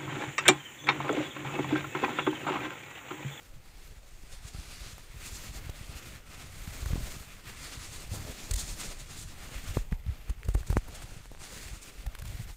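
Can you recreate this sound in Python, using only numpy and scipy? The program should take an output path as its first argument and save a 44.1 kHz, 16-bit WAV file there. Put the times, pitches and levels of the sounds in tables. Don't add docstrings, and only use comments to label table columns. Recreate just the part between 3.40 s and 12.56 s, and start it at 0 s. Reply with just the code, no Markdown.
import sys
import numpy as np
from scipy import signal
from scipy.io import wavfile

SR = 44100
rng = np.random.default_rng(int(sys.argv[2]) if len(sys.argv) > 2 else 0)


def to_wav(sig):
    pcm = np.clip(np.atleast_2d(sig), -1, 1) * 32767
    pcm = np.round(pcm).astype(np.int16)
    wavfile.write(sys.argv[1], SR, pcm.T)


def gain_from_decibels(decibels):
    exponent = np.asarray(decibels, float) / 20
    return 10 ** exponent


N = 404037

# f/Hz, density/dB
ROOM_SPECTRUM = [(200, -17), (400, 1.5), (900, -3.5), (1700, -19.5), (7000, -29), (11000, -15.5),
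                 (17500, -22)]
# middle t/s, length/s, level/dB, pitch f/Hz
FOLD_WHISPERS = [(.275, .06, -68, 1600), (.565, .07, -66, 1800), (.93, .06, -60, 450),
                 (.99, .04, -62, 2050), (1.46, .14, -57, 3600), (1.85, .12, -55, 2300),
                 (2.19, .15, -60, 500), (2.75, .12, -58, 1800), (3.67, .1, -58, 500),
                 (4.08, .08, -54, 2000), (4.2, .25, -58, 2100), (5.11, .1, -54, 500), (6.04, .1, -58, 2400),
                 (6.16, .14, -55, 2400), (6.28, .08, -55, 2600), (6.44, .14, -63, 500),
                 (7.06, .04, -59, 500), (7.17, .05, -50, 400), (7.54, .06, -56, 600), (7.77, .08, -61, 500),
                 (8.2, .25, -57, 2000), (8.8, .07, -58, 500), (6.69, .04, -60, 2100),
                 (1.33, .05, -58, 2400)]
# t/s, peak level/dB, ring f/Hz, t60/ms
HOUSING_RINGS = [(7.0321, -30, 2000, 3.5), (7.1485, -34, 950, 18), (7.0882, -38, 2300, 4),
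                 (7.1524, -35, 2400, 4), (7.301, -38, 1150, 10), (8.665, -41, 650, 14),
                 (8.7516, -34, 1550, 9), (8.7518, -37, 2800, 6), (6.895, -41, 450, 20),
                 (6.3703, -25, 950, 7), (6.5261, -27, 1800, 4.5), (8.666, -44, 2000, 10)]
# t/s, peak level/dB, hiss over peak/dB, ring f/Hz,
# length/ms
TICKS_AND_CRUNCHES = [(1.581, -38, -8, 1700, 3.0), (2.294, -38.5, -17, 3640, 8.7), (3.273, -37, -12, 2220, 5),
                      (3.458, -28.5, -6.5, 1190, 5.6), (3.53, -32, -14, 1180, 6.2), (6.638, -47, -14, 1500, 4),
                      (6.663, -42, -10, 2000, 5), (6.813, -51, -7, 1580, 5.4), (6.86, -52, -13, 1400, 4.6),
                      (6.894, -39, -3, 900, 8), (6.981, -50, -13, 2070, 4.8), (7.084, -33, -6, 1490, 7),
                      (7.147, -31, -6, 820, 7), (7.204, -45, -5, 1960, 7.6), (7.23, -36, -12, 1010, 4.8),
                      (7.301, -28, -6, 980, 3.7), (7.324, -34, -7, 829, 9), (7.62, -35, -12, 970, 7),
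                      (7.83, -47, -5, 1180, 2), (8.6615, -36, -3, 1920, 9.1), (8.7495, -33, -4, 2200, 5),
                      (8.786, -37, -3, 2100, 7), (8.819, -36, -3, 2030, 6.7), (8.853, -40.5, 1, 1980, 5.7),
                      (6.389, -40, -14, 2600, 1.9), (6.519, -40, -5, 1600, 8), (7.032, -40, -6, 2000, 2.4),
            (3.425, -38, -25, 600, 8.7), (3.5, -35, -25, 450, 16), (3.552, -37.5, -25, 830, 22),
            (3.578, -42, -20, 700, 20), (4.705, -38, -25, 700, 80), (3.49, -38, -25, 350, 66),
            (4.84, -37, -25, 390, 75), (2.291, -33.5, -22, 530, 8), (7.47, -40, -7, 1070, 25.5)]
# t/s, peak level/dB, hiss over peak/dB, ring f/Hz, length/ms
TINY_FLICKS = [(7.357, -34, -25, 520, 5), (7.073, -44, -8, 2000, 4), (7.9165, -50, 6, 3000, 2),
               (7.855, -55, 6, 3000, 5), (8.473, -55, 10, 3000, 3), (6.815, -50, 0, 2500, 2),
               (1.582, -41, 0, 1500, 1.6), (6.6, -58, 4, 3000, 3), (7.3715, -33, -25, 450, 5),
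               (7.143, -40, -10, 1500, 9), (1.144, -40, -20, 600, 7), (6.509, -47, -8, 2700, 9),
               (7.329, -39, -15, 2000, 4)]
# t/s, peak level/dB, rise/ms
HOUSING_SNAPS = [
    (6.3708, -17, 0.97),
    (7.3693, -11, 0.33),
    (7.3278, -26, .4),
    (7.1524, -28, .5),
]

# f/Hz, density/dB
FIBRE_SPECTRUM = [(1800, -35), (3300, 0), (4500, 2), (5800, -0.5), (7200, 3), (8800, -1), (11500, -9.5)]
# f/Hz, density/dB
WEAVE_SPECTRUM = [(750, -16), (1200, 1), (1550, -2.5), (2200, 1), (3000, -2.5), (5500, -20.5)]
# f/Hz, density/dB
DRAG_SPECTRUM = [(120, -0.5), (250, -1), (450, -6), (800, -7.5), (1600, -34.5)]
# f/Hz, density/dB
SIZZLE_SPECTRUM = [(7000, -22), (10500, -11), (13000, -1.5), (17500, -4)]
# t/s, fibre hiss level/dB, coarseness/dB, pressure on capsule/dB
CLOTH_CREEP = [(0, -60.5, -0.5, 3.5), (.22, -67.5, 3, 1.5), (.6, -64.5, 1.5, -0.5), (1.5, -58, -0.5, -3),
               (2.0, -57.5, 4, -0.5), (2.84, -62.5, 6, 1.5), (3.05, -55.5, 2, -1.5), (3.5, -50.5, 0.5, 1),
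               (3.77, -50.5, 0.5, 0.5), (4.0, -60.5, 5, -1.5), (4.45, -48.5, -1, -5),
               (4.75, -53.5, 0.5, 4.5), (5.5, -54.5, 1, 0.5), (6.3, -60.5, 5.5, 0.5),
               (6.57, -72.5, 5.5, 2.5), (7.55, -57.5, 2.5, 2), (7.9, -62.5, 1.5, -1),
               (9.16, -64.5, 6.5, 1.5)]
# start t/s, length/s, fibre hiss level/dB, coarseness/dB
CLOTH_STROKES = [(0.227, .36, -69.5, -0.5), (0.888, .11, -57, -4.5), (1.007, .54, -57.5, -3),
                 (1.422, 0.15, -61.5, -3), (1.772, 0.39, -55.5, -3.5), (1.917, .07, -48, -11.5),
                 (2.023, 0.079, -55.5, -3), (2.134, 0.072, -49.5, -3), (2.227, 0.069, -61.5, 6),
                 (2.326, 0.48, -59.5, 0), (2.85, 0.23, -66, 0), (4.023, 0.13, -55.5, 3.5),
                 (4.158, 0.15, -52, -2), (4.378, 0.12, -64, -4), (4.511, .07, -51.5, -4),
                 (4.72, .42, -58.5, -1), (5.137, 0.23, -47, -7.5), (5.36, .18, -48.5, -4),
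                 (5.577, 0.057, -52, -5.5), (5.657, .28, -55.5, -6), (5.974, 0.467, -57, 1.5),
                 (6.632, .31, -64.5, 6), (7.164, 0.052, -57.5, -2), (7.26, 0.1, -55, 0),
                 (7.5, 0.33, -68, 2), (7.977, 0.43, -54, -1.5), (8.405, .13, -57.5, 0.5),
                 (8.517, .14, -60.5, 0), (8.825, 0.23, -58, 0), (9.06, 0.071, -55, -1.5)]
# middle t/s, length/ms, change of sliding level/dB
SURGES = [(.61, 60, -5), (.80, 150, 2), (.99, 40, 3), (1.12, 60, -4), (1.32, 70, -0.5), (1.42, 90, 2),
          (1.68, 120, -2), (2.07, 80, -2), (2.11, 70, -3), (2.42, 120, -3), (3.01, 70, 2), (3.10, 110, -2),
          (3.34, 60, 3), (3.43, 50, 2), (3.57, 60, 2), (3.67, 80, 3), (3.715, 40, 3), (3.78, 50, -3),
          (3.86, 90, -3), (3.93, 120, 2), (4.15, 60, 1.5), (4.21, 70, -3), (4.33, 80, 4), (4.49, 80, -3),
          (4.63, 80, 3), (4.69, 40, -4), (4.75, 100, -3), (5.07, 55, -3), (5.25, 60, -3), (5.48, 55, -3),
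          (5.52, 70, 3), (5.86, 130, -4), (6.10, 80, -2), (6.36, 70, 5), (6.46, 110, 3), (6.53, 100, 6),
          (6.60, 110, 2.5), (2.835, 70, -4), (6.85, 70, -4), (7.42, 60, -3), (7.85, 50, 3), (7.9, 90, -3),
          (6.68, 120, -3), (6.8, 120, -3), (7.10, 90, 4), (7.6, 50, -3), (8.16, 140, 4), (8.32, 80, -3),
          (8.38, 50, -2), (8.57, 60, -2), (8.74, 40, 3), (9.03, 50, -3)]
# t/s, sheen/dB, finest sizzle/dB
KNIT_TAUTNESS = [(0, -1, -1), (.8, 0, 0), (1.3, -3, -2), (1.95, 0, 4), (2.3, -1, 0), (2.9, 0, -2),
                 (3.3, 0, 2), (4.3, 0, 2), (5.0, -1, -4), (5.2, 1, 0), (5.5, 0, -2), (6.1, 0, -1),
                 (6.5, 1, 2), (6.7, -2, -2), (7.1, 1, 1), (7.55, 0, -5), (8.15, 1, 1), (9.16, -1, 0)]
# t/s, level/dB, length/ms
HISSING_SLIPS = [(5.1075, -35, 11.5), (5.134, -34, 12), (5.155, -39, 14), (6.892, -55, 18),
                 (7.045, -57, 13), (7.081, -58, 15), (7.135, -53, 21), (7.355, -51, 37), (7.262, -54.5, 26),
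                 (7.54, -52, 29), (9.1, -55, 130), (8.21, -59, 62), (9, -59, 60), (5.168, -43, 60),
                 (5.8, -54, 56), (5.385, -48.5, 46), (.91, -59.5, 39), (2.55, -59, 60), (4.7, -48, 97),
                 (1.83, -53, 77), (6.26, -56, 64), (5.75, -55, 83), (1.3, -64, 60), (7.61, -58, 42),
                 (8.41, -55.5, 40), (2.292, -55, 16), (8.872, -55, 14), (8.79, -55, 16), (1.07, -57, 26)]

# t/s, sway level/dB, quick bumps over sway/dB
RESTLESSNESS = [(0.0, -51.5, -7), (2.47, -50, -5.5), (3.03, -55.5, -1), (3.47, -45.5, -3.5),
                (3.62, -43, -2), (3.83, -53, -2.5), (4.49, -52.5, -2.5), (4.74, -50, -4),
                (5.28, -45.5, -6.5), (5.71, -49.5, -6.5), (6.43, -43.5, -2), (6.94, -51.5, -4),
                (7.24, -43, -2), (7.53, -46, -4.5), (8.09, -52, -5), (8.54, -52, -6), (8.83, -48, -0.5),
                (9.16, -46, -2.5)]
# middle t/s, length/s, quick bumps level/dB
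WEIGHT_TREMORS = [(.53, .15, -57), (1.46, .2, -55), (1.9, .14, -52), (2.207, 0.25, -52), (2.72, 0.22, -48),
                  (3.006, 0.13, -55), (4.11, 0.21, -52), (4.75, .25, -46), (5.79, 0.44, -49),
                  (7.742, 0.18, -48), (8.318, 0.21, -53), (8.917, 0.43, -53), (1.19, .08, -46),
                  (1.29, .1, -54), (1.76, .07, -48), (2.08, .05, -50), (2.41, .06, -49), (3.33, .05, -46),
                  (4.41, .1, -47), (4.55, .08, -53), (3.08, .2, -52), (.17, .15, -58), (6.0, .12, -51),
                  (5.61, .07, -49), (6.10, .06, -49), (6.24, .06, -46), (6.98, .06, -53), (7.65, .08, -45),
                  (8.0, .1, -56), (8.84, .06, -45), (9.0, .06, -45)]
# t/s, level/dB, contact/ms, direction (-1 pull, +1 push)
SHARP_KNOCKS = [(3.557, -25.5, 2.5, 1), (6.367, -20, 4.5, 1), (6.3698, -11, 2.02, 1), (6.3755, -21, 6.4, 1),
                (6.5227, -19, 5.5, -1), (7.0882, -25.5, 2, 1), (7.1532, -36, 2.2, 1),
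                (7.3039, -27.5, 2.2, 1), (7.37, -24, 1.3, 1), (0.835, -43, 2.9, -1), (1.146, -31, 6.6, 1),
                (6.5218, -33, 1.8, 1), (6.5288, -31, 4, -1), (7.357, -29, 4, -1)]
# t/s, level/dB, contact/ms, direction (-1 pull, +1 push)
THREAD_TUGS = [
    (7.857, -36, 0.5, -1),
    (7.9163, -34, 1.4, -1),
    (7.9492, -34, 0.42, -1),
    (1.5817, -36, .4, 1),
    (7.975, -40, .35, -1),
    (8.0177, -35, .5, -1),
    (8.0513, -30, .12, -1),
    (7.0848, -32, 1.9, -1),
    (7.1508, -27, 2, -1),
    (7.1482, -32, 2, -1),
]
# t/s, level/dB, contact/ms, direction (-1 pull, +1 push)
HEAVY_JERKS = [
    (6.383, -23.5, 20, 1),
    (6.518, -15.5, 15, 1),
    (7.083, -16.5, 9.5, -1),
    (7.145, -15.5, 12.7, -1),
]
# t/s, level/dB, contact/ms
FOOT_ROLL = [
    (3.42, -27, 12.6),
    (3.459, -22, 10.6),
    (3.503, -23, 10),
    (3.53, -18, 6.5),
    (3.556, -20, 3.5),
    (3.577, -25, 5.4),
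    (3.622, -26.5, 17),
]
# t/s, level/dB, contact/ms
TUGS_AWAY = [(1.407, -31, 16.4), (1.528, -36, 8.3), (2.549, -33, 12.6), (3.197, -30.5, 24),
             (3.29, -31.5, 10), (3.765, -32, 5.3), (4.372, -32, 9.6), (4.711, -28, 14),
             (4.724, -24.5, 10.4), (4.737, -33, 4.5), (4.85, -32, 6.6), (4.894, -29.5, 6.4),
             (5.109, -20.5, 11), (5.131, -20.5, 18), (5.288, -26, 27), (6.167, -32, 18), (6.286, -27, 10.5),
             (6.663, -28, 7), (6.679, -23.5, 10.3), (6.69, -19.5, 10.7), (6.892, -20, 14.6),
             (7.044, -30.5, 16), (7.205, -29.5, 10.5), (7.299, -14.5, 9), (7.321, -22, 14),
             (7.351, -25, 16), (7.37, -17, 12.2), (8.656, -32, 12), (8.856, -33, 10.4), (8.895, -34, 8.7),
             (8.255, -35, 12), (8.283, -36, 10), (8.323, -35, 14), (6.59, -35, 16), (1.922, -34, 12),
             (2.088, -34, 11), (9.094, -33, 14), (7.06, -32, 9)]
# t/s, level/dB, contact/ms
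NUDGES_IN = [(1.049, -32.5, 8.7), (2.163, -33, 15), (2.263, -30.5, 8.9), (2.292, -26, 8.9),
             (2.492, -30.5, 8.1), (3.275, -27.5, 5.8), (3.605, -30.5, 4), (4.684, -33, 15),
             (5.162, -24.5, 16), (6.152, -30, 15), (6.268, -30.5, 12), (6.304, -27, 9.9),
             (6.712, -30.5, 14.5), (6.906, -33, 4.7), (8.58, -30, 23), (8.6675, -23.5, 12.5),
             (8.776, -32, 21), (1.188, -34, 12), (8.944, -34, 12), (8.988, -35, 11), (8.88, -33, 9)]

ROOM_DB = -64
FOLD_WIDTH = 0.22
ATTACK_S, RELEASE_S = 0.056, 0.053
DRAG_DB, DRAG_PER_COARSENESS, DRAG_PER_PRESSURE = -4, 0.85, 0.65
SIZZLE_DB, SIZZLE_PER_COARSENESS, SIZZLE_PER_PRESSURE = -9, 0.77, 1
SLIP_RASP_DB, SLIP_SHEEN_DB = -10.5, -5.5
BUMPS_FOLLOW = 0.51
MOUNT_HZ, MOUNT_Q = 41.8, 1.35
REBOUND_S, REBOUND_DB, REBOUND_MS = 0.0177, -11, 17.5
END_FADE_S = 0.045


def rms_one(x):
    return x / np.sqrt(np.mean(x ** 2) + 1e-20)


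def in_time(rows):
    s, *columns = np.transpose(rows)
    return [np.interp(np.arange(N) / SR, s, column) for column in columns]


def drift(rate_hz):
    pole = np.exp(-80 * np.pi * rate_hz / SR)
    noise = rng.standard_normal(N // 40 + 2002)
    slow = signal.lfilter([1], [1, -2 * pole, pole * pole], noise)[2000:]
    return np.interp(np.arange(N) / 40, np.arange(len(slow)), rms_one(slow))


def band(x, low_hz, high_hz):
    edges = [low_hz, min(high_hz, 0.45 * SR)]
    return signal.sosfilt(signal.butter(2, edges, "band", fs=SR, output="sos"), x)


def bump(length_s):
    return np.hanning(int(length_s * SR))


def add(out, s, piece):
    at = round(s * SR)
    out[at:at + len(piece)] += piece[:N - at]


def slips(per_s, spread_db):
    sizes = gain_from_decibels(spread_db * np.minimum(rng.exponential(size=N), 4))
    signed = sizes * rng.choice([-1, 1], N)
    return rms_one(signed * (rng.random(N) < per_s / SR))


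def coloured(sources, spectrum, patchy_db):
    hz, db = np.transpose(spectrum)
    edges = np.geomspace(hz[0], hz[-1], num=int(3 * np.log2(hz[-1] / hz[0])) + 2)
    out = np.zeros(N)
    for k, (low, high) in enumerate(zip(edges, edges[1:])):
        level_db = np.interp(np.log(low * high) / 2, np.log(hz), db)
        flicker = gain_from_decibels(level_db + patchy_db * drift(5.6))
        out += flicker * band(sources[k % 2], low, high)
    return rms_one(out)


def room():
    return gain_from_decibels(ROOM_DB - 3.5) * coloured(rng.standard_normal((2, N)), ROOM_SPECTRUM, patchy_db=5.0)


def folds():
    out = np.zeros(N)
    noise = rng.standard_normal((len(FOLD_WHISPERS), 16000))
    for (s, length_s, db, hz), air in zip(FOLD_WHISPERS, noise):
        swell = bump(length_s)
        whisper = rms_one(band(air, hz * (1 - FOLD_WIDTH), hz * (1 + FOLD_WIDTH)))
        add(out, s - length_s / 2, gain_from_decibels(db) * swell * whisper[-len(swell):])
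    return out


def rings():
    out, t = np.zeros(N), np.arange(2000) / SR
    for s, db, hz, t60_ms in HOUSING_RINGS:
        decay = gain_from_decibels(db - 60000 * t / t60_ms)
        add(out, s, -decay * np.sin(2 * np.pi * hz * t))
    return out


def ticks(rows):
    out = np.zeros(N)
    noise = rng.standard_normal((len(rows), 2, 6000))
    for (s, db, hiss_db, hz, length_ms), (dull, bright) in zip(rows, noise):
        swell = bump(1.3 * length_ms / 1000)
        ring = band(band(dull, 0.25 * hz, 1.58 * hz), 0.2 * hz, 2.35 * hz)
        hiss = band(bright, 3000, 15800)
        body = rms_one(swell * ring[-len(swell):]) * gain_from_decibels(db - 14.0)
        spit = rms_one(swell * hiss[-len(swell):]) * gain_from_decibels(db + hiss_db - 12.0)
        add(out, s - 0.001, body + spit)
    return out


def snaps():
    out, t = np.zeros(N), np.arange(-200, 500) / SR
    for s, db, rise_ms in HOUSING_SNAPS:
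        release = np.tanh(t * 6000 / rise_ms)
        settle = np.where(t < 0, 0.69 * np.exp(t / 0.00097), np.exp(-t / 0.00083))
        add(out, s - 200 / SR, gain_from_decibels(db) * release * settle)
    out += 1e-18
    dull = signal.sosfilt(signal.butter(6, 2350, fs=SR, output="sos"), out)
    return dull + gain_from_decibels(-2) * band(out, 6500, 17000)


def sliding_speed():
    creep_db, creep_coarse_db, pressure_db = in_time(CLOTH_CREEP)
    speed = gain_from_decibels(creep_db)
    weighted = speed * creep_coarse_db
    for s, length_s, db, coarse_db in CLOTH_STROKES:
        t = np.arange(int(length_s * SR)) / SR
        rise, fall = min(ATTACK_S, length_s / 2), min(RELEASE_S, length_s / 2)
        stroke = gain_from_decibels(db) * np.clip(np.minimum(t / rise, (length_s - t) / fall), 0, 1)
        add(speed, s, stroke)
        add(weighted, s, coarse_db * stroke)
    return 20 * np.log10(speed), weighted / speed, pressure_db


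def rub(slide_db, coarse_db, pressure_db):
    drag_db = DRAG_DB + DRAG_PER_COARSENESS * coarse_db + DRAG_PER_PRESSURE * pressure_db
    sizzle_db = SIZZLE_DB + SIZZLE_PER_COARSENESS * coarse_db + SIZZLE_PER_PRESSURE * pressure_db
    sheen_db, fuzz_db = in_time(KNIT_TAUTNESS)

    stutter_db = np.zeros(N)
    for s, length_ms, db in SURGES:
        add(stutter_db, s - length_ms / 2000, db * bump(length_ms / 1000))
    sliding = gain_from_decibels(slide_db + stutter_db + 0.54 * drift(10.5) + 1.0 * drift(23.6))
    freed = np.zeros(N)
    for s, db, length_ms in HISSING_SLIPS:
        add(freed, s, gain_from_decibels(db) * bump(length_ms / 1000))

    fine = [slips(14000, 3.0), slips(14000, 3.0)]
    finest = [slips(20000, 5.0), slips(19000, 4.0)]
    medium = [slips(8000, 4.4), slips(8000, 2.95)]
    coarse = [slips(1500, 0.85), slips(1500, 3.0)]

    fibres = coloured(fine, FIBRE_SPECTRUM, patchy_db=0.8)
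    sheen = (gain_from_decibels(sheen_db) - 1) * band(fibres, 5000, 12000)
    sizzle = gain_from_decibels(sizzle_db + fuzz_db - 0.5) * coloured(finest, SIZZLE_SPECTRUM, patchy_db=-1.0)
    hiss = fibres + sheen + sizzle
    rasp = gain_from_decibels(coarse_db - 1.83) * coloured(medium, WEAVE_SPECTRUM, patchy_db=0.9)
    drag = gain_from_decibels(drag_db - 0.5) * coloured(coarse, DRAG_SPECTRUM, patchy_db=1.5)

    steady = sliding * (rasp + drag + hiss)
    bright = gain_from_decibels(SLIP_SHEEN_DB) * band(hiss, 5900, 10300)
    return steady + freed * (gain_from_decibels(SLIP_RASP_DB) * rasp + hiss + bright)


def mount(force):
    w = 2 * np.pi * MOUNT_HZ
    b, a = signal.bilinear([1, 0, 0], [1, w / MOUNT_Q, w * w], SR)
    return signal.lfilter(b, a, force + 1e-18)


def shake(slide_db):
    sway_db, quick_db = in_time(RESTLESSNESS)
    bump_db = sway_db + quick_db + BUMPS_FOLLOW * (slide_db - slide_db.mean())
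    bump_level = gain_from_decibels(bump_db - 2.0)
    for s, length_s, db in WEIGHT_TREMORS:
        add(bump_level, s - length_s / 2, gain_from_decibels(db) * bump(length_s))
    short = signal.fftconvolve(slips(110, 3.4), bump(0.0076))[:N]
    long = signal.fftconvolve(slips(70, 3.3), bump(0.021))[:N]
    wander = rms_one(band(rng.standard_normal(N), 7.1, 30.2))
    sway = rms_one(rms_one(mount(long)) + gain_from_decibels(4.5) * wander)
    return gain_from_decibels(sway_db + 1.5) * sway + bump_level * rms_one(band(short, 50.4, 230))


def jolts():
    rebounds = [(s + REBOUND_S, db + REBOUND_DB, REBOUND_MS) for s, db, _, _ in HEAVY_JERKS]
    pulls = [(*row, -1) for row in FOOT_ROLL + TUGS_AWAY + rebounds]
    pushes = [(*row, 1) for row in NUDGES_IN]
    force = np.zeros(N)
    for s, db, contact_ms, direction in pulls + pushes + HEAVY_JERKS + SHARP_KNOCKS + THREAD_TUGS:
        add(force, s, direction * gain_from_decibels(db) * bump(contact_ms / 1000))
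    return mount(force)


def scene():
    slide_db, coarse_db, pressure_db = sliding_speed()
    mix = room() + folds() + rings()
    mix += ticks(TICKS_AND_CRUNCHES) + ticks(TINY_FLICKS) + snaps()
    mix += rub(slide_db, coarse_db, pressure_db) + shake(slide_db) + jolts()
    fade = np.clip(np.arange(N)[::-1] / SR / END_FADE_S, 0.25, 1)
    return (fade * mix)[None]


def roll_off(x):
    return signal.sosfilt(signal.butter(12, 16650, fs=SR, output="sos"), x)


def record(dry):
    top_cut = signal.cheby2(24, 45, 15750, fs=SR, output="sos")
    mix = signal.sosfilt(top_cut, dry)
    return roll_off(mix)


dry = scene()
out = record(dry)
to_wav(out)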